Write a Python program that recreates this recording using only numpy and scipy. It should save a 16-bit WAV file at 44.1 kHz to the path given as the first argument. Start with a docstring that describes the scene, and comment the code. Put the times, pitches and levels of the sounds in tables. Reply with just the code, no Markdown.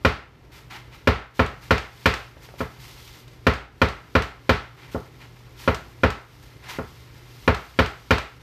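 """A ball of crumpled aluminium foil is hammered tight on a wooden bench in a small, hard, humming room.
One blow opens: the impact rings bench, room and steel head, and crushes the foil. A sleeve rustles
and fingers turn the ball. Four blows follow from 1 s, some with a crunching bounce, then dull aiming
taps near 2.5 s. Four more blows from 3.5 s give way to scattered ones amid handling, and three heavy
blows close from 7.5 s. Throughout, gain control and a limiter hold the loud blows down."""
import sys
import numpy as np
from scipy import signal
from scipy.fft import rfft, irfft, next_fast_len
from scipy.io import wavfile
from scipy.ndimage import uniform_filter1d, minimum_filter1d

SR = 44100
rng = np.random.default_rng(int(sys.argv[2]) if len(sys.argv) > 2 else 0)


def transcribe(signal):
    """Save signal, clipped to [-1, 1], as a 16-bit WAV file at the path in sys.argv[1]."""
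    frames = np.atleast_2d(signal).T
    limited = np.clip(frames, -1, 1)
    pcm = np.round(limited * 32767).astype(np.int16)
    wavfile.write(sys.argv[1], SR, pcm)


N = 371322
RING = np.arange(int(.7 * SR)) / SR   # time axis of one impact, t/s

# background noise of the room: f/Hz, spectral level/dB
ROOM_NOISE = [(25, -35), (55, -22.5), (90, -30), (150, -29.5), (200, -41.5), (280, -36.5), (400, -37),
              (600, -45.5), (1500, -52), (4000, -81), (13000, -98)]
# reverberation time of the room: f/Hz, T60/s
ROOM_T60 = [(100, 0.28), (400, 0.32), (1300, 0.37), (3000, 0.34), (6000, 0.33), (13000, 0.35)]
# long-ringing modes of room and furniture: f/Hz, level/dB, T60/s
ROOM_MODES = [(702, -32, .32), (806, -34.5, .38), (1121, -35.5, .35), (1300, -31.5, .37), (1347, -32, .38),
              (1391, -33, .35), (1612, -38, .27), (2129, -35, .36)]
# friction spectrum of the sleeve: f/Hz, relative level/dB
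SLEEVE_SPECTRUM = [(200, -1), (560, -8), (900, 4.5), (1170, 0.5), (1380, 1), (1650, -4), (1800, 3),
                   (2130, 0.5), (2800, 0), (4000, -5), (6000, -11.5), (9000, -23), (14000, -20)]
# resonances that colour the sleeve's rustle: f/Hz, width/Hz, lift/dB
SLEEVE_PEAKS = [(1074, 110, 2.5), (1356, 86, 5), (1640, 120, 7.5), (2086, 120, 7), (2370, 220, 3),
                (4520, 110, 2)]
# friction spectrum of fingers on foil: f/Hz, relative level/dB
FINGER_SPECTRUM = [(1000, -19), (3000, 10.5), (5000, 9.5), (8000, 0.5), (11000, -2), (13500, 4)]
# restlessness of the hand that holds the ball: t/s, relative level/dB
GRIP = [(0.0, -68), (0.16, -71), (0.54, -67), (0.7, -65), (1.17, -65), (1.66, -62), (2.11, -49.5),
        (2.41, -63), (2.95, -53.5), (3.66, -70.5), (3.98, -62), (7.13, -58.5), (7.65, -51.5), (8.42, -58.5)]
# the hand shifts or turns the ball: t/s, swell/s, length/s, sleeve level/dB, finger level/dB
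RUBS = [(0.511, 0.019, 0.075, -51.5, -50.5), (0.696, 0.014, 0.071, -40, -56),
        (0.904, 0.047, 0.044, -45.5, -58), (1.334, .03, 0.056, -49, -45.5),
        (1.6, 0.036, 0.065, -50.5, -50.5), (2.4, .035, 0.053, -53, -52.5), (2.576, 0.018, 0.037, -44, -45),
        (2.786, 0.022, 0.13, -52.5, -49.5), (2.952, 0.023, 0.24, -58, -53),
        (4.762, 0.018, 0.098, -48.5, -71), (4.905, .025, 0.014, -46, -45), (5.188, 0.027, .04, -47.5, -61),
        (5.557, 0.048, 0.099, -47.5, -45), (6.416, .015, 0.02, -52, -54), (6.621, 0.019, .14, -44.5, -59),
        (6.676, 0.018, .04, -38.5, -42.5), (7.67, .025, .05, -61, -50)]
# foil creases giving way under a light touch: f/Hz, relative level/dB
CRUNCH_SPECTRUM = [(200, -35), (1200, -26.5), (2500, -24.5), (5000, -31.5), (8000, -40), (11000, -53),
                   (13500, -45)]
# the head brushes the foil between groups of blows: t/s, relative level/dB, hardness/(dB per octave)
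TOUCHES = [(2.368, -8.5, -12), (2.488, -5, -11), (2.539, -3, -20), (3.0755, -24, 2.5), (3.279, -39.5, 7.5)]
# dense upper resonances of bench and room: f/Hz, relative level/dB
KNOCK_SPECTRUM = [(50, -22), (200, -8.5), (500, -8), (900, -9), (1400, -8), (2100, -10), (3000, -16),
                  (4500, -22.5), (6000, -33), (10000, -48), (13500, -50)]
# modes of the wooden bench: f/Hz, level/dB, T60/s
BENCH_MODES = [(59, -19.6, 0.298), (76, -12.8, 0.192), (102, -15.7, 0.195), (131, -23.7, 0.266),
               (179, -20.9, 0.196), (227, -18.7, 0.127), (252, -16.5, 0.136), (316, -5.9, 0.031),
               (319, -16.7, 0.083), (409, -22.4, 0.22), (419, -32.9, 0.335), (443, -14.3, 0.149),
               (513, -14.1, 0.117), (556, -19.6, 0.084), (644, -19.6, 0.085), (659, -30.0, 0.154),
               (777, -31.0, 0.148), (907, -22.9, 0.158), (1047, -27.7, 0.194), (1092, -20.7, 0.104),
               (1229, -24.9, 0.094), (1310, -23.3, 0.267), (1395, -11.0, 0.051), (1465, -20.7, 0.105),
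               (1822, -19.0, 0.068), (1989, -28.9, 0.142), (2062, -27.1, 0.15), (2115, -28.2, 0.137),
               (2396, -21.9, 0.054), (3048, -30.9, 0.09)]
# modes of the steel hammer head: f/Hz, level/dB, T60/s
STEEL_MODES = [(6082, -50, .16), (8915, -55, .11), (9542, -53, .11), (12024, -55, .09), (12204, -47, .11),
               (12266, -48, .11), (12793, -51, .1), (12990, -55, .1)]
# hammer on the ball: t/s, relative force/dB, hardness/(dB per octave), bounce level/dB
BLOWS = [(0.0487, 3, 1.1, -22), (1.0726, 7, -0.1, -40), (1.393, 0, -2, -13), (1.7073, 2.5, 1, 6),
         (2.057, 1.5, 3.5, 12.5), (2.6049, -14, -5.5, -40), (3.467, 3, 0, -9), (3.8164, 1.5, 0.2, -9),
         (4.152, 3, -.6, 7), (4.4927, 2, 1.3, -26), (4.9465, -13.5, -20, -47), (5.6764, -5, -3.5, -9),
         (6.034, 4, -2, 2), (6.786, -16, -10.5, -47), (7.4767, 4.5, -2, 5), (7.789, 3, 0.6, -2),
         (8.1067, 4, 1.7, 14)]


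def from_db(db):
    """Amplitude ratio: a factor of ten for every 20 dB."""
    return 10 ** (np.asarray(db) / 20)


def rms_one(x):
    """Normalisation to unit mean power."""
    return x / np.sqrt(np.mean(x ** 2) + 1e-20)


def at_hz(points, hz):
    """Interpolation of a table on a logarithmic frequency axis."""
    table_hz, values = np.transpose(points)
    return np.interp(np.log(hz + 1e-9), np.log(table_hz), values)


def bins(size):
    """Frequencies of the Fourier components of a real signal."""
    return np.arange(size // 2 + 1) * SR / size


def coloured(spectrum):
    """Spectral shaping: filtered white noise takes on the given spectrum."""
    size = next_fast_len(N, True)
    gains = from_db(at_hz(spectrum, bins(size)))
    return irfft(rfft(rng.standard_normal(size)) * gains, size)[:N]


def drift(per_s):
    """Random modulation: straight lines join Gaussian values of unit spread."""
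    knots = rng.standard_normal(N // 10)
    return np.interp(np.arange(N) / SR * per_s, np.arange(len(knots)), knots)


def fade(t60):
    """Exponential damping: the level falls 60 dB in t60 seconds."""
    return np.exp(-np.log(1000) * RING / np.maximum(t60, 1e-3))


def add(track, s, sound):
    """Superposition: a sound adds to the track from time s."""
    start = max(int(s * SR), 0)
    track[start:start + len(sound)] += sound[:N - start]


def room_tone(hum_hz=120.3, hum_db=-51, waver_db=3.5, wander_rad=0.47):
    """Amplitude and phase modulation make a hum waver over a low rumble."""
    phase = 2 * np.pi * hum_hz * np.arange(N) / SR + wander_rad * drift(34)
    rumble = coloured(ROOM_NOISE)
    hum = from_db(hum_db - waver_db * drift(11)) * np.sqrt(2) * np.sin(phase)
    return rumble + hum


def stroke(start_s, length_s, swell_s, release_db_per_s=187):
    """Envelope of one hand movement: linear growth, then exponential decay after length_s."""
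    t = np.arange(N) / SR - start_s
    return np.clip(t / swell_s, 0, 1) * from_db(-release_db_per_s * np.clip(t - length_s, 0, 1))


def friction_gains(swing_s=0.048):
    """Incoherent sources add in power: grip, rubs and downswings. Rows: sleeve, fingers."""
    grip_db = np.interp(np.arange(N) / SR, *np.transpose(GRIP))
    power = from_db([0.5 * grip_db - 27, grip_db + 1]) ** 2
    for s, swell_s, length_s, sleeve_db, fingers_db in RUBS:
        power += (from_db([[sleeve_db], [fingers_db]]) * stroke(s, length_s, swell_s)) ** 2
    # each downswing swells up to its blow
    swings = sum(stroke(s - swing_s, swing_s, swing_s) for s, *_ in BLOWS if s > swing_s)
    power += (from_db([[-64], [-60]]) * swings) ** 2
    return np.sqrt(power)


def sleeve(flutter_db=1.5):
    """Sliding friction: cloth makes a fluttering noise, coloured by narrow resonances."""
    flutter = from_db(flutter_db * drift(per_s=90))
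    size = next_fast_len(N, True)
    lift_db = sum(db / (1 + (2 * (bins(size) - hz) / width_hz) ** 2) for hz, width_hz, db in SLEEVE_PEAKS)
    rustle = irfft(rfft(coloured(SLEEVE_SPECTRUM), size) * from_db(lift_db), size)[:N]
    return flutter * rms_one(rustle)


def fingers(slip_db=1.3, fidget_db=1.5):
    """Stick-slip friction: skin catches on the foil's creases, so the hiss flickers."""
    flicker = from_db(slip_db * drift(per_s=400) + fidget_db * drift(per_s=18))
    return flicker * rms_one(coloured(FINGER_SPECTRUM))


def handling():
    """Friction noise of cloth and skin grows with the movement of the hand."""
    sleeve_gain, fingers_gain = friction_gains()
    return sleeve_gain * sleeve() + fingers_gain * fingers()


def contact(hz, hardness, low_hz=1110, high_hz=4200):
    """Contact time sets bandwidth: hardness (dB per octave) tilts the treble between two corners."""
    octaves = np.log2((1 + (hz / low_hz) ** 4) / (1 + (hz / high_hz) ** 4)) / 4
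    return from_db(hardness * octaves)


def reverberant_burst(white, gains, near_db, near_t60, rise_s):
    """Overlapping modes act as noise: a quick decay close by, then the room's tail, band by band."""
    spectrum, hz = rfft(white) * gains, bins(len(RING))
    centres_hz, t60s = np.transpose(ROOM_T60)
    near = from_db(near_db) * fade(near_t60)
    out = 0
    for share, t60 in zip(np.eye(len(t60s)), t60s):
        band_gains = at_hz(np.c_[centres_hz, share], hz)
        band = irfft(spectrum * band_gains, len(RING))
        out = out + band * np.hypot(fade(t60), near)
    return out * (1 - np.exp(-RING / rise_s))


def bounces(flight_s=.069):
    """Elastic rebound: the head lands once more after each blow. Columns as in TOUCHES."""
    landings = []
    for s, _, hardness, bounce_db in BLOWS:
        landing_s = s + flight_s + .0036 * max(hardness, 0)   # longer flight off a crisp contact
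        landing_hardness = min(-0.32 - 0.3 * bounce_db, 2)   # duller the deeper it digs in
        landings.append((landing_s, bounce_db, landing_hardness))
    return landings


def foil_touches():
    """Buckling: creases crunch as the head bounces on or brushes the foil, too lightly to move the bench."""
    out, hz = np.zeros(N), bins(len(RING))
    for s, level_db, hardness in bounces() + TOUCHES:
        gains = from_db(at_hz(CRUNCH_SPECTRUM, hz)) * contact(hz, hardness, low_hz=704, high_hz=4540)
        white = rng.standard_normal(len(RING))
        crunch = reverberant_burst(white, gains, near_db=14.0, near_t60=0.029, rise_s=0.00037)
        add(out, s, from_db(level_db) * crunch)
    return out


def modes(table, swell_cycles=0.65):
    """Free vibration: damped sines swell within about a cycle, neighbours in opposite sign."""
    hz, level_db, t60 = np.array(table).T[:, :, None]
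    signs = (-1) ** np.arange(len(hz))[:, None]
    swell = 1 - np.exp(-hz * RING / swell_cycles)
    return hz[:, 0], signs * from_db(level_db) * np.sin(2 * np.pi * hz * RING) * fade(t60) * swell


def crack(width_s=0.0005):
    """Acceleration noise: the sudden stop of the head radiates one short swing of pressure."""
    u = RING / width_s - 3
    return -u * np.exp((1 - u ** 2) / 2)


def hammer_blows(foil_share=0.52, scatter_db=0.22, sway_hz=120):
    """Impact excitation: bench and room answer each blow alike; the crushing foil adds fresh noise."""
    out, hz = np.zeros(N), bins(len(RING))
    mode_hz, rings = modes(BENCH_MODES + ROOM_MODES + STEEL_MODES)
    bench_noise = np.sqrt(1 - foil_share) * rng.standard_normal(len(RING))
    for s, force_db, hardness, _ in BLOWS:
        white = bench_noise + np.sqrt(foil_share) * rng.standard_normal(len(RING))
        gains = from_db(at_hz(KNOCK_SPECTRUM, hz)) * contact(hz, hardness)
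        knock = reverberant_burst(white, gains, near_db=6.5, near_t60=0.08, rise_s=0.0008)
        # a heavier blow sways the whole bench more in its lowest modes
        sway_db = 0.25 * force_db * (mode_hz < sway_hz)
        mode_db = 1 + sway_db - scatter_db * rng.standard_normal(len(mode_hz))
        thump = (contact(mode_hz, hardness) * from_db(mode_db)) @ rings
        # the foil yields, so the crack grows more slowly than the force
        crack_db = -6 - 0.11 * force_db
        add(out, s, -from_db(force_db) * (thump + knock + from_db(crack_db) * crack()))
    return out


def scene(blows_db=3.0, touches_db=-1.0):
    """Superposition: all sources sum at one microphone close to the bench."""
    hammer = from_db(blows_db) * hammer_blows() + from_db(touches_db) * foil_touches()
    return (hammer + handling() + room_tone())[None]


def gain_control(x, threshold_db=-12.0, release_db_per_s=20):
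    """Compression: the gain drops by the level's excess over a threshold, then creeps back."""
    level_db = 10 * np.log10(np.abs(uniform_filter1d(x ** 2, size=700)) + 1e-12)
    excess_db = np.maximum(level_db - threshold_db, 0)
    ramp = release_db_per_s * np.arange(N) / SR
    cut_db = np.maximum.accumulate(excess_db + ramp, axis=-1) - ramp
    return x * from_db(-cut_db)


def record(dry, low_cut_hz=42, high_cut_hz=14000, ceiling=.68):
    """Band and peak limiting: a small microphone loses deep bass, peaks are tamed, the top is cut."""
    x = signal.sosfilt(signal.butter(3, low_cut_hz, "high", fs=SR, output="sos"), dry)
    x = gain_control(x)
    limiter_gain = np.minimum(1, ceiling / (np.abs(x) + 1e-9))
    x = x * uniform_filter1d(minimum_filter1d(limiter_gain, size=25), size=25)
    return signal.sosfilt(signal.ellip(12, .2, 70, high_cut_hz, fs=SR, output="sos"), x)


dry = scene()
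out = record(dry)
transcribe(out)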